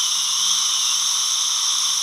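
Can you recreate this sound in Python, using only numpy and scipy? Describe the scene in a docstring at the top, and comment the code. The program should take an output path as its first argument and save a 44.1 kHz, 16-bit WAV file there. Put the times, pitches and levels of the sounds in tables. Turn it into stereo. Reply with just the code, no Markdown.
"""Dental suction in an open mouth

A suction tip draws air steadily, close to the microphone: stereo noise hisses through fixed
resonances of the tip and the mouth. One narrow, airy whistle, made of noise around a gliding pitch,
wanders as the tip shifts against the gum. Underneath, a faint low hum made of two sines wavers
in pitch and level, and filtered noise gives the quiet rumble of the treatment room."""
import sys
import numpy as np
from scipy.fft import rfft, irfft
from scipy.io import wavfile

SR = 44100
rng = np.random.default_rng(int(sys.argv[2]) if len(sys.argv) > 2 else 0)


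def wav_record(signal):
    """Record a signal, one row per channel, as 16-bit PCM in the file named by sys.argv[1]."""
    frames = np.transpose(np.atleast_2d(signal))
    bounded = np.clip(frames, -1, 1)
    # unit amplitude maps onto the largest positive 16-bit level
    quanta = np.round(bounded * 32767).astype(np.int16)
    wavfile.write(sys.argv[1], SR, quanta)


N = 89126   # samples, about 2 s

# Strength of the air flow. Each row: time in seconds, hiss level in dB before the HISS_DB trim.
FLOW = [(0, -21), (.25, -21.5), (.38, -21.5), (.52, -20), (.68, -20.6), (1.15, -20.5), (1.4, -21),
        (1.6, -21), (1.86, -20.5), (2.02, -21.8)]
# Brightness of the hiss. Each row: time in seconds, gain in dB of the treble over the rest.
TREBLE_GAIN = [(0, 2.5), (.4, 2), (.65, 0.5), (1.15, 2.5), (1.45, 0.5), (1.7, 0.5), (2.02, 3)]
# Resonances of tip and mouth. Each row: center in Hz, half-power width in Hz, peak in dB per Hz
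# before the flow level, left minus right in dB, left-right likeness from 0 to 1.
RESONANCES = [ (1068, 173, -43, -1, 0.94), (1186, 220, -41.5, -.4, 1), (3130, 190, -36.5, -0.5, 1),
              (3384, 190, -37, 6, 1), (3628, 215, -30, 0.9, 1), (4018, 230, -37.5, 0.5, 0.97),
              (5250, 340, -37, -3.5, 0.85), (5574, 244, -30.5, -2, 1), (6068, 361, -30.5, 1, 1),
              (6340, 134, -35.5, -8.5, 1), (7700, 158, -45, 6.5, 0.5), (8320, 230, -52.5, 4, 1),
              (9090, 177, -48.5, -4.7, 1), (9880, 544, -45.5, -7, 0.74), (10530, 170, -52.5, -15.5, 0.8),
              (11990, 305, -51, -4, 0.18), (13200, 410, -60, 3, 0), (14200, 200, -59, 2, 0.1)]
# Broad hiss of the jet between the resonances. Each row: frequency in Hz, dB per Hz before the flow level.
JET_SPECTRUM = [(250, -78), (450, -63.5), (720, -70), (1700, -55.5), (2400, -51.5), (3800, -56),
                (4700, -49.5), (7000, -62.5), (8300, -71.5), (11300, -65), (14000, -68)]
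# Stereo likeness of the jet. Each row: frequency in Hz, left-right likeness from 0 to 1.
JET_LIKENESS = [(300, 0.8), (650, 0.4), (1400, .998), (2600, .998), (4000, .98), (7000, 0.96), (9000, .6),
                (11500, .1), (14000, 0)]
# Antiresonances of the tube. Each row: center in Hz, width in Hz, gain at the center in dB.
NOTCHES = [(1670, 105, -3), (4240, 100, -10.5), (6620, 140, -3.5), (10700, 300, -1.5)]
# The airy whistle at the tip. Each row: time in seconds, pitch in Hz, level in dB.
WHISTLE = [(0, 3120, -30), (.11, 2960, -32.5), (.25, 2860, -38), (.36, 2910, -36.5), (.43, 3130, -27.5),
           (.54, 3290, -28), (.59, 3048, -33.5), (.76, 3030, -30.5), (.83, 2830, -36.5), (.92, 2790, -36),
           (.97, 3096, -33), (1.05, 3100, -42.5), (2.02, 3090, -46.5)]
# Swells of the low hum. Each row: time in seconds, level in dB before the HUM_DB trim.
HUM_LEVEL = [(0, -61), (.1, -73), (.19, -54), (.26, -65), (.44, -51), (.58, -58), (.66, -61), (.86, -69),
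             (.96, -58), (1.06, -74), (1.16, -60), (1.27, -74), (1.43, -79), (1.49, -60), (1.6, -77),
             (1.88, -60), (2.02, -67)]
# Room rumble. Each row: frequency in Hz, dB per Hz before the slow swells.
ROOM_SPECTRUM = [(20, -86.5), (45, -91), (70, -88), (110, -94.5), (165, -85), (205, -82), (270, -98),
                 (400, -95.5), (1000, -106)]

TREBLE_ABOVE_HZ = 8300
HISS_DB, FLUTTER_DB, FLUTTER_RATE_HZ = -0.5, 0.23, 39
WHISTLE_WIDTH_HZ = 130
HUM_HZ, HUM_WAVER_HZ = 185, 2.6
HUM_DB, HUM_FLICKER_DB, HUM_OCTAVE_DB = -1.5, 2.4, -15
ROOM_LIKENESS, ROOM_SWELL_DB, ROOM_SWELL_RATE_HZ = 0.65, 2, 10
CUTOFF_HZ = 14180

T = np.arange(N) / SR                                # seconds
HZ = np.maximum(np.arange(N // 2 + 1) * SR / N, 1)   # spectrum bins, kept off zero for the logs


def from_db(db):
    """Decibels to gain."""
    return 10 ** (np.asarray(db) / 20)


def in_time(rows):
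    """Each column of a time curve, drawn out to every sample."""
    seconds, *columns = np.transpose(rows)
    return [np.interp(T, seconds, column) for column in columns]


def over_hz(rows):
    """A spectrum curve at every bin, joined by straight lines over log frequency."""
    hz, value = np.transpose(rows)
    return np.interp(np.log(HZ), np.log(hz), value)


def bell(hz, width_hz):
    """Gain of a resonance applied twice, for steep skirts, with the given half-power width."""
    detune = (HZ ** 2 - hz ** 2) / (HZ * width_hz)
    return 1 / (1 + (np.sqrt(2) - 1) * detune ** 2)


def drift(rate_hz):
    """Random wandering with spread 1: white noise lowpassed to half amplitude at rate_hz."""
    white = rfft(rng.standard_normal(N))
    slow = irfft(white / (1 + (HZ / rate_hz) ** 2), N)
    return slow / slow.std()


def turbulence(likeness):
    """Spectrum of stereo white noise at 0 dB per Hz; likeness mixes a shared and an opposed part."""
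    mid, side = rfft(rng.standard_normal((2, N))) * np.sqrt(SR) / 2
    alike = np.clip(likeness, -1, 1)
    opposed = np.array([[1], [-1]])   # left, right
    return np.sqrt(1 + alike) * mid + np.sqrt(1 - alike) * side * opposed


def suction_hiss():
    """Rushing air excites the resonances; the level follows the flow and flutters a little."""
    air = from_db(over_hz(JET_SPECTRUM)) * turbulence(over_hz(JET_LIKENESS))
    for hz, width_hz, db, pan_db, likeness in RESONANCES:
        left_right_gain = from_db([[db + pan_db / 2], [db - pan_db / 2]])
        air = air + left_right_gain * bell(hz, width_hz) * turbulence(likeness)
    notch_db = sum(db * bell(hz, width_hz) for hz, width_hz, db in NOTCHES)
    air = air * from_db(notch_db)

    # Split off the treble so its brightness can move on its own.
    treble_share = 1 / (1 + (TREBLE_ABOVE_HZ / HZ) ** 12)
    body = irfft(air * (1 - treble_share), N)
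    treble = irfft(air * treble_share, N)
    (flow_db,), (treble_db,) = in_time(FLOW), in_time(TREBLE_GAIN)
    level_db = HISS_DB + flow_db + FLUTTER_DB * drift(FLUTTER_RATE_HZ)
    return from_db(level_db) * (body + from_db(treble_db) * treble)


def tip_whistle():
    """A narrow band of noise that glides in pitch as the gap at the tip changes."""
    pitch_hz, level_db = in_time(WHISTLE)
    phase = 2 * np.pi * np.cumsum(pitch_hz) / SR
    # Two independent drifts on cosine and sine spread the tone into a band around its pitch.
    cosine_part = drift(WHISTLE_WIDTH_HZ / 2) * np.cos(phase)
    sine_part = drift(WHISTLE_WIDTH_HZ / 2) * np.sin(phase)
    return from_db(level_db) * (cosine_part + sine_part)


def low_hum():
    """A faint sine with a weak octave, wavering in pitch and level."""
    swell_db, = in_time(HUM_LEVEL)
    pitch_hz = HUM_HZ + HUM_WAVER_HZ * drift(16)
    phase = 2 * np.pi * np.cumsum(pitch_hz) / SR
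    level = from_db(HUM_DB + swell_db + HUM_FLICKER_DB * drift(19))
    tone = np.sin(phase) + from_db(HUM_OCTAVE_DB) * np.sin(2 * phase)
    return level * np.sqrt(2) * tone   # root 2 brings a sine to an RMS of 1


def room_rumble():
    """The quiet, uneven floor of the treatment room: filtered noise that swells at random."""
    rumble = irfft(from_db(over_hz(ROOM_SPECTRUM)) * turbulence(ROOM_LIKENESS), N)
    return from_db(ROOM_SWELL_DB * drift(ROOM_SWELL_RATE_HZ)) * rumble


def scene():
    """Suction in front, hum and room behind; whistle and hum sit in the center."""
    return suction_hiss() + tip_whistle() + low_hum() + room_rumble()


def record(dry):
    """The very top is cut steeply, almost like a wall."""
    steep_cut = 1 / np.sqrt(1 + (HZ / CUTOFF_HZ) ** 800)
    return irfft(rfft(dry) * steep_cut, N)


dry = scene()
out = record(dry)
wav_record(out)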